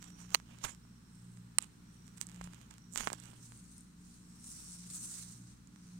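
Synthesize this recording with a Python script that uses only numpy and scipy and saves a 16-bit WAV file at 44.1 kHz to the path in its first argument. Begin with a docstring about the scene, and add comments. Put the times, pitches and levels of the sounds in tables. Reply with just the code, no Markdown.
"""Outdoors in grass and weeds: a leashed dog steps and noses about, a few metres from a hand-held camera.
The dog's sweeps shape dense noisy grains of blade sound; paws set off bursts, and stems snap as damped pings.
Close to the right microphone port the hand rubs (noise and ringing bands), ticks (clicks) and knocks (case modes).
Far off an engine hums as wavering sines over rumble, in open-air noise; a thin insect-like buzz comes and goes."""
import sys
import numpy as np
from scipy import signal
from scipy.fft import rfft, irfft, next_fast_len
from scipy.io import wavfile
from scipy.ndimage import uniform_filter1d, map_coordinates

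SR = 44100
rng = np.random.default_rng(int(sys.argv[2]) if len(sys.argv) > 2 else 0)


def put_to_file(sound):
    """Save the sound as 16-bit audio at rate SR, in the file named by the first command-line argument."""
    columns = np.atleast_2d(sound).T  # one column per channel
    safe = np.clip(columns, -1, 1)
    whole_steps = np.round(safe * 32767)
    wavfile.write(sys.argv[1], SR, whole_steps.astype(np.int16))


N = 264159
TIME = np.arange(N) / SR  # s


def amp(db):
    """Decibels to gain."""
    return 10 ** (np.asarray(db) / 20)


def unit(x):
    """Scale to rms 1."""
    return x / np.sqrt(np.mean(x ** 2) + 1e-20)


def along(points, hz):
    """Interpolate (frequency, value) points on a log frequency axis."""
    point_hz, value = np.transpose(points)
    return np.interp(np.log(hz + 1), np.log(point_hz + 1), value)


def curves(rows):
    """One value per sample for each column after the time."""
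    start_s, *columns = np.transpose(rows)
    return [np.interp(TIME, start_s, column) for column in columns]


def wobble(rate):
    """A smooth random curve through rate normal draws a second."""
    knots = rng.standard_normal(int(N * rate / SR) + 4)
    return map_coordinates(knots, [TIME * rate])


def filtered(x, response):
    """Multiply the spectrum of x by a function of frequency."""
    size = next_fast_len(N + SR // 2)
    hz = np.fft.rfftfreq(size, 1 / SR)
    return irfft(rfft(x, size) * response(hz), size)[..., :N]


def coloured(x, spectrum):
    """x through a (Hz, dB) spectrum, at rms 1."""
    return unit(filtered(x, lambda hz: amp(along(spectrum, hz))))


def butter(x, kind, edge_hz, order):
    """A causal high- or low-pass."""
    sos = signal.butter(order, min(edge_hz, SR * .45), kind, fs=SR, output="sos")
    return signal.sosfilt(sos, x)


def grains(rate, spread_db, smooth):
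    """Random impulses, rate a second and of unequal size, on a share of smooth noise; rms 1."""
    hit = rng.random(N) < rate / SR
    size_db = spread_db * np.minimum(rng.standard_normal(N), 2)
    size = amp(size_db) * rng.choice([-1, 1], N)
    return unit(unit(hit * size) + smooth * rng.standard_normal(N))


def patchy(x, depth_db):
    """Random patches of time and frequency rise and fall in level, so the colour shifts; rms 1."""
    frames = signal.stft(x, nperseg=256)[2]
    field = uniform_filter1d(rng.standard_normal(frames.shape), size=5, axis=0)  # frequency bins
    field = uniform_filter1d(field, size=14, axis=1)  # time frames
    return unit(signal.istft(frames * amp(depth_db * unit(field)), nperseg=256)[1][:N])


def narrow(x, pitch_hz, width_hz):
    """x as a resonant band that follows a pitch curve, at rms 1."""
    slow = filtered(x, lambda hz: 1 / (1 + 1j * hz / width_hz) ** 2)
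    return unit(slow * np.sin(2 * np.pi * np.cumsum(pitch_hz) / SR))


def ping(hz, t60):
    """One damped mode, falling 60 dB in t60 seconds."""
    t = np.arange(SR // 20) / SR
    return amp(-60 * t / t60) * np.sin(2 * np.pi * hz * t)


def click(spectrum, tilt_db, size=1024):
    """A minimum-phase click of energy 1; positive tilt gathers it near 8 kHz, negative tilt dulls it."""
    hz = np.fft.rfftfreq(size, 1 / SR)
    octaves = np.log2(np.clip(hz, 600, 16000) / 8000)
    below_db = tilt_db * np.minimum(octaves, 0)
    above_db = -.8 * max(tilt_db, 0) * np.maximum(octaves, 0)
    cepstrum = irfft(np.log(amp(along(spectrum, hz) + below_db + above_db)))
    # keep only the causal half of the cepstrum
    cepstrum[0] = 0
    cepstrum[size // 2:] = 0
    wave = irfft(np.exp(rfft(2 * cepstrum)))
    return wave / np.linalg.norm(wave)


def add(track, start_s, sound):
    """Mix a sound into a track at a time."""
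    part = track[..., max(round(start_s * SR), 0):][..., :sound.shape[-1]]
    part += sound[..., :part.shape[-1]]


def panned(x, pan_db):
    """Left and right with a level difference, left minus right."""
    return np.array([x * amp(pan_db / 2), x * amp(-pan_db / 2)])


TYPICAL_S = .06  # gesture length at which rise and fall times hold as given


def gesture(start_s, length_s, rise, fall):
    """Gain that swells before the start, holds for a length and dies away; longer gestures have softer edges."""
    edge = np.sqrt(max(length_s, .002) / TYPICAL_S)
    before = np.maximum(start_s - TIME, 0) / rise
    after = np.maximum(TIME - start_s - length_s, 0) / fall
    return amp(-20 * np.minimum((before + after) / edge, 10))


def blend(rows, rise, fall):
    """The power envelope of each (start, length, ..) row, and the remaining columns."""
    table = np.array(rows)
    shapes = [gesture(start_s, length_s, rise, fall) ** 2 for start_s, length_s in table[:, :2]]
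    return np.array(shapes), table[:, 2:].T


# Open air around the microphone: pitch_hz, level_db (per Hz, relative)
OPEN_AIR = [(200, 4.5), (400, 7), (620, -5.5), (900, 1), (1400, 3.5), (2000, -2.5), (3700, -5), (4100, -1),
            (4500, -5.5), (6500, -5), (7600, -4), (8500, -1.5), (10300, -13), (15500, -14)]


def air():
    """A soft, slowly wavering outdoor wash of noise, independent at the two ports."""
    wash = coloured(rng.standard_normal((2, N)), OPEN_AIR)
    return amp(-67.0 + 0.72 * wobble(2.68)) * wash * amp([[-.4], [.4]])


ENGINE_HZ = 59.23  # first order
# Orders of the distant engine: order, level_db (orders 2 and 3: at the swell reference), waver_db
ENGINE_ORDERS = [(1, -68.5, 2.5), (2, -64, 2.5), (3, -61.5, 2), (4, -74, 4), (5, -74, 3.5)]
# Its two strongest orders swelling and fading: start_s, second_order_db, third_order_db
ENGINE_SWELL = [(0.0, -65, -54.5), (0.3, -57, -51.5), (0.36, -62, -60.5), (1.02, -60.0, -61.5),
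                (1.44, -54, -54), (1.62, -62, -64.5), (2.1, -62.0, -55.5), (2.52, -57.5, -48.5),
                (2.7, -62.5, -78), (2.88, -58.5, -51.5), (3.48, -58.5, -68.5), (4.08, -71, -52.5),
                (4.56, -67, -61), (4.86, -61.5, -55), (5.04, -65, -58), (5.46, -54, -52),
                (5.64, -65.5, -65.5), (5.98, -59, -45.5)]
# Swell reference, where those orders have their listed level: second_order_db, third_order_db
SWELL_REFERENCE = (-61, -57.5)
# Distant rumble under the hum: pitch_hz, level_db (per Hz, relative)
DISTANT_RUMBLE = [(20, -8.5), (50, -8), (90, -4), (130, 0), (180, 4.5), (235, -1), (280, -9.5), (350, -18),
                  (500, -34), (900, -71)]


def engine():
    """Low orders of a distant engine waver on their way through the air, over a rumble."""
    turn = 2 * np.pi * ENGINE_HZ * TIME
    second_db, third_db = curves(ENGINE_SWELL)
    swell_db = {2: second_db - SWELL_REFERENCE[0], 3: third_db - SWELL_REFERENCE[1]}
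    hum = np.zeros(N)
    for order, level_db, waver_db in ENGINE_ORDERS:
        waver = amp(waver_db * wobble(7))
        tone = np.sin(order * turn + 0.38 * wobble(5.2))
        hum += amp(level_db + swell_db.get(order, 0)) * unit(waver * tone)
    centre, side = coloured(rng.standard_normal((2, N)), DISTANT_RUMBLE)
    side = filtered(side, lambda hz: np.minimum(hz / 750, 1))  # shorter waves differ more between the ports
    return hum + amp(-61.0) * np.array([centre + side, centre - side])


# Calls of the insect-like buzz: start_s, length_s, level_db (before the overall gain), pitch_hz
BUZZ_CALLS = [(0, .32, -63.5, 5770), (.72, 0.45, -74, 5530), (1.92, 0.2, -69.5, 5730),
              (2.82, 0.43, -68, 5720), (4.48, .33, -60, 5590), (5.7, 0.37, -78, 5680)]
CALL_RISE, CALL_FALL = 0.12, .07  # s per 20 dB, for a call of typical length
INSECT_SAG_HZ, INSECT_REST_DB = 80, -81  # most a fading call sinks; buzz between calls, before overall gain


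def insect():
    """A narrow, fuzzy band of stridulation, stronger at the right port, swells and fades with each call."""
    shapes, (level_db, call_hz) = blend(BUZZ_CALLS, CALL_RISE, CALL_FALL)
    effort = shapes.sum(axis=0)
    pitch_hz = call_hz @ shapes / effort - INSECT_SAG_HZ * (1 - np.sqrt(effort))
    gain = np.sqrt(amp(level_db) ** 2 @ shapes + amp(INSECT_REST_DB) ** 2)
    buzz = narrow(rng.standard_normal((2, N)), pitch_hz, width_hz=170)
    return buzz * panned(amp(-6.5) * gain, pan_db=-10)


# The hand pressing on the case: centre_s, level_db (at the peak), length_s (peak to 1/e)
CASE_PRESSES = [(2.45, -56, 0.063), (2.995, -57.5, 0.068), (5.506, -63, 0.046)]


def presses():
    """Pressure flexes the whole case: a soft low bump at both ports."""
    push = np.zeros(N)
    for centre_s, level_db, length_s in CASE_PRESSES:
        push += amp(level_db) * np.exp(-((TIME - centre_s) / length_s) ** 2)
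    return push * coloured(rng.standard_normal(N), [(10, -26), (35, 2), (70, 6), (200, -32), (600, -80)])


# Hard plastic knocking on the case, at the right port:
# start_s, energy_db, brightness_db (per octave), port_ping_db (before brightness), bass_edge_hz
CASE_KNOCKS = [(0.3438, -7, 8, -18, 700), (0.347, 7, 1.5, 2, 600), (0.3541, -7, 0, 0, 507),
               (1.5853, 7, 1, 17.5, 857), (1.5885, -16, -5.5, 25, 830)]
# Modes of the case: pitch_hz, level_db (relative, before brightness), t60_s
CASE_MODES = [(920, -37, 0.00067), (1260, 3, 0.0058), (2080, -4, 0.0069), (2750, 8, 0.0034),
              (4236, 5, 0.0071), (6100, 4, 0.004), (7000, -10, 0.0067), (14800, -2, 0.0014)]
PORT_HZ = 8160  # resonance of the microphone port


def knocks():
    """Hard blows ring the case, which the hand damps within milliseconds; so small a body gives little bass."""
    out = np.zeros(N)
    for start_s, energy_db, tilt_db, ping_db, bass_hz in CASE_KNOCKS:
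        ring = 0
        for hz, level_db, t60 in CASE_MODES + [(PORT_HZ, ping_db, .003)]:
            mode_db = level_db + tilt_db * np.log2(hz) + rng.normal(0, 1)
            ring = ring + amp(mode_db) * ping(hz, t60)
        contact = 1 - np.exp(-np.arange(len(ring)) / SR / .00006)  # soft onset, time constant in s
        ring = butter(ring * contact, "highpass", edge_hz=bass_hz, order=2)
        add(out, start_s, amp(energy_db) * ring / np.linalg.norm(ring))
    return out


# The grip catching and letting go, at the right port: start_s, energy_db, brightness_db (per octave)
GRIP_TICKS = [(0.0267, -23.5, -1.5), (.042, -26.5, 2), (.3054, -26.5, 0), (.4004, -27.5, -5.5),
              (.8513, -38, -10), (1.373, -34.5, -4), (1.6251, -16, 36), (2.2136, -6.5, 4),
              (2.2689, -19.5, 18), (2.4124, -17.5, -10), (2.4163, -25, -4.5), (2.4413, -23.5, 4),
              (2.4444, -28, -1), (2.4743, -26, -8.5), (2.535, -27.5, -3.5), (2.6144, -31, -1),
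              (2.712, -30.5, -3.5), (2.9368, -20, 22), (2.9594, -8, -3.5), (2.9759, -5.5, 2),
              (3.0076, -10.5, -5), (3.0352, -19, -5), (3.073, -2, -8), (3.0776, -15.5, -9),
              (3.0804, -16, -7), (3.1023, -14.5, -7), (3.12, -17, -20), (3.1307, -10, 5.5),
              (3.134, -16, -14), (3.2007, -23, 15), (3.2566, -28.5, 3.5), (3.3035, -34, 13),
              (3.333, -31.5, -13), (3.5213, -28, -4.5), (5.7608, -33, -4)]
# Colour of one tick or slip before brightness: pitch_hz, level_db (per Hz, relative)
TICK_SPECTRUM = [(40, -27), (200, -10.5), (500, -10.5), (900, 4), (1400, 4.5), (2200, 5), (3500, 0.5),
                 (5500, 4), (8000, 10.5), (10000, -3.5), (15000, -11)]


def ticks():
    """Single slips of the grip: dull from a fingertip, bright from a nail."""
    out = np.zeros(N)
    for start_s, energy_db, tilt_db in GRIP_TICKS:
        add(out, start_s, -amp(energy_db) * click(TICK_SPECTRUM, tilt_db))
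    return out


SLIPS_PER_S, FIRM_DB = 22, -62  # average rate under a firm grip; scrape level that counts as firm
SLIP_DB, SLIP_SPREAD_DB, SLIP_TILT_DB = -30, -1, 0.5  # energy, its random spread, spread of brightness


def slips(scrape_gain, count=400):
    """Faint ticks scattered through the strokes, more often under a firm grip."""
    out = np.zeros(N)
    firmness = np.minimum(scrape_gain / amp(FIRM_DB), 1)
    chance = SLIPS_PER_S * N / SR / count * firmness
    draws = zip(rng.random((count, 2)), rng.standard_normal((count, 2)))
    for (place, luck), (strength, colour) in draws:
        if luck < chance[int(place * N)]:
            slip = click(TICK_SPECTRUM, SLIP_TILT_DB * colour)
            add(out, place * N / SR, amp(SLIP_DB + SLIP_SPREAD_DB * strength) * slip)
    return out


# Skin sliding on the case: start_s, length_s, low_scrape_db, high_hiss_db (before mixing), finger_gap_hz
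SKIN_STROKES = [(.025, .06, -61, -59, 7500), (.19, .065, -59.5, -57, 6500), (.32, .035, -55, -52, 6400),
                (.49, .12, -60.5, -68, 6700), (.643, 0.0062, -36, -33.5, 6870),
                (.666, 0.028, -47, -45.5, 7600), (1.14, .23, -82, -65, 8230),
                (1.618, .02, -55.5, -53, 8170), (1.935, .02, -90, -66, 8570),
                (2.068, .018, -86, -60.5, 7850), (2.174, .007, -67, -52, 8450),
                (2.215, 0.0092, -53, -46, 8000), (2.28, .11, -64.5, -66, 7500),
                (2.442, .02, -54, -54.5, 7300), (2.53, .1, -61.5, -64, 6750),
                (2.712, .033, -61.5, -67, 7030), (2.938, 0.017, -71, -43, 7600),
                (2.976, 0.011, -42, -36.5, 7000), (2.998, 0.014, -45.5, -39, 6800),
                (3.025, .035, -46.5, -45, 6580), (3.11, .025, -52, -54, 7600),
                (3.19, 0.11, -57.5, -58.5, 7990)]
# Colour of the low scrape: pitch_hz, level_db (per Hz, relative)
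SCRAPE_SPECTRUM = [(60, 5), (200, -2), (500, -5), (900, 5), (1350, 1), (2000, -1.5), (2900, 3),
                   (3700, -3.5), (5000, -6.5), (9000, -36)]
# Colour of the high hiss: pitch_hz, level_db (per Hz, relative)
HISS_SPECTRUM = [(1500, -16), (2900, -11), (3700, -8.5), (5000, -10), (6500, -1.5), (8200, -1.5),
                 (9200, -5), (10500, -9.5), (14000, -15), (16000, -19)]
STROKE_RISE, STROKE_FALL = 0.049, 0.072  # s per 20 dB, for a stroke of typical length
LIGHT_TOUCH_HISS = 0.33  # share of broad hiss left when the finger barely touches and only the gap rings


def rubbing():
    """Skin sticks and slips on the case: a coarse scrape under a finer hiss, which rings in the finger gap."""
    shapes, (scrape_db, hiss_db, stroke_hz) = blend(SKIN_STROKES, STROKE_RISE, STROKE_FALL)
    scrape_gain, hiss_gain = np.sqrt(amp([scrape_db, hiss_db]) ** 2 @ shapes)
    gap_hz = stroke_hz @ shapes / shapes.sum(axis=0)
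    grip = np.minimum(scrape_gain / hiss_gain, 1)
    breadth = LIGHT_TOUCH_HISS + (1 - LIGHT_TOUCH_HISS) * np.sqrt(grip)
    stutter = amp(2.3 * wobble(130))  # the slip comes in quick uneven surges
    scrape = coloured(grains(rate=700, spread_db=0, smooth=0.79), SCRAPE_SPECTRUM)
    scrape = patchy(scrape, depth_db=2.5)
    hiss = coloured(grains(rate=2000, spread_db=4, smooth=0.98), HISS_SPECTRUM)
    hiss = patchy(hiss, depth_db=5.0)
    ring = narrow(grains(rate=4300, spread_db=12.5, smooth=0.64), gap_hz, width_hz=840)
    treble = amp(-3.0) * breadth * hiss + amp(-3.5) * ring
    return stutter * (amp(-1.2) * scrape * scrape_gain + treble * hiss_gain) + slips(scrape_gain)


# Left microphone port against the right: pitch_hz, through_air_db, through_case_db
LEFT_PORT = [(100, -7.5, 11), (406, -0.5, 0), (795, -10, -22.5), (1960, -17, -12), (4300, -22, -11.5),
             (8000, -24, -12.5), (12700, -21, -22), (16000, -24, -3)]
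PORT_LAG = 0.000579  # s


def at_left_port(x, loss):
    """Delay a right-port sound and change its level at each frequency."""
    return filtered(x, lambda hz: amp(along(loss, hz)) * np.exp(-2j * np.pi * hz * PORT_LAG))


def hand():
    """Handling is close to the right port and reaches the left later, recoloured; presses reach both at once."""
    points = np.array(LEFT_PORT)
    skin, blows = rubbing() + ticks(), knocks()
    left = at_left_port(skin, points[:, [0, 1]]) + at_left_port(blows, points[:, [0, 2]])
    return np.array([left, skin + blows]) + presses()


# Dry stems snapping under the paws: start_s, energy_db (before high-pass), left_minus_right_db, pitch_hz
DRY_STEMS = [(3.5752, -35, -4, 8700), (3.641, -40, 0, 7040), (3.781, -30, 3, 8900), (3.8078, -33, 3, 8600),
             (4.4415, -34, 0, 8500), (5.338, -41, -6, 7740), (5.673, -40, -18, 7200)]


def stems():
    """A stem breaks with a short high ping."""
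    out = np.zeros((2, N))
    for start_s, energy_db, side_db, pitch_hz in DRY_STEMS:
        snap = ping(pitch_hz, t60=0.0083)
        snap = amp(energy_db) * snap / np.linalg.norm(snap)
        add(out, start_s, panned(snap, side_db))
    return butter(out, "highpass", edge_hz=4400, order=2)


# Colour of the swishing blades: pitch_hz, level_db (per Hz, relative)
BLADE_SPECTRUM = [(410, -38), (700, -22.5), (1400, -13.5), (1630, -17.5), (3300, -18), (4070, -10),
                  (5220, -9.5), (5790, -6), (7510, -3.5), (8230, 1), (9260, -4), (11600, -19),
                  (14800, -20.5), (15800, -22)]
# Balance of the blades between the ports: pitch_hz, left_minus_right_db
BLADE_BALANCE = [(3000, 1), (6200, -9), (7800, -4), (9000, 7), (11000, 1), (15000, -2)]
# Legs and muzzle sweeping through the grass, a few metres off:
# start_s, length_s, level_db (relative), left_minus_right_db, treble_over_middle_db
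GRASS_SWEEPS = [(3.43, 0.034, -58, -.5, 0.5), (3.52, 0.073, -60.5, 2, 1), (3.71, 0.09, -63, 3, -.5),
                (4.07, 0.09, -63.5, 1, -1), (4.3, 0.17, -67.5, 2, -2), (4.485, 0.042, -50, 1, 3.5),
                (4.57, 0.16, -51.5, 1, 1), (4.84, 0.074, -59.5, 3.5, -10.5), (4.945, 0.017, -43, 1.5, 4.5),
                (5.025, 0.046, -45.5, 0.5, 6.5), (5.14, .055, -46, -3, 1), (5.23, 0.1, -57, -0.5, -1.5),
                (5.46, 0.056, -68, 3, -8), (5.83, .13, -72, 3, -9)]
SWISH_RISE, SWISH_FALL = 0.14, 0.15  # s per 20 dB, for a sweep of typical length
# Paws landing in the weeds: start_s, level_db (relative), left_minus_right_db, t60_s
PAW_LANDINGS = [(4.441, -50, 3, .1), (4.901, -45.5, 0, .12), (5.111, -46, -8, .1)]


def grass():
    """Countless blades flick past legs and muzzle, unrelated at the two ports; each paw sets off a burst."""
    shapes, (level_db, pan_db, treble_db) = blend(GRASS_SWEEPS, SWISH_RISE, SWISH_FALL)
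    weight = amp(level_db) ** 2
    fine_db = (weight * treble_db) @ shapes / (weight @ shapes)  # fine tips sound bright, broad leaves dark
    ports = []
    for _ in range(2):
        flicks = coloured(grains(rate=3500, spread_db=5.5, smooth=0.76), BLADE_SPECTRUM)
        ports.append(patchy(flicks, depth_db=2.0))
    blades = filtered(np.array(ports), lambda hz: panned(0.91, along(BLADE_BALANCE, hz)))
    leaves = filtered(blades, lambda hz: 1 / (1 + (hz / 6500) ** 8))
    blades = blades + leaves * (amp(-fine_db) - 1)  # turn only the part below 6.5 kHz up or down
    flutter = amp(1.2 * wobble(70))
    power = panned(amp(level_db), pan_db) ** 2 @ shapes * flutter ** 2
    power = power + amp(-82.5) ** 2  # faint rustle throughout
    for start_s, paw_db, side_db, t60 in PAW_LANDINGS:
        decay = amp(paw_db - 60 * TIME[:SR // 2] / t60)
        add(power, start_s, panned(decay, side_db) ** 2)
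    return blades * np.sqrt(power)


def scene():
    """Air, engine, insect, hand and dog together at the two ports."""
    return air() + engine() + insect() + hand() + stems() + grass()


TOP_HZ = 15900  # upper band limit


def record(dry):
    """The camera's band limit: a very steep low-pass."""
    return filtered(dry, lambda hz: 1 / (1 + (hz / TOP_HZ) ** 200))


dry = scene()
out = record(dry)
put_to_file(out)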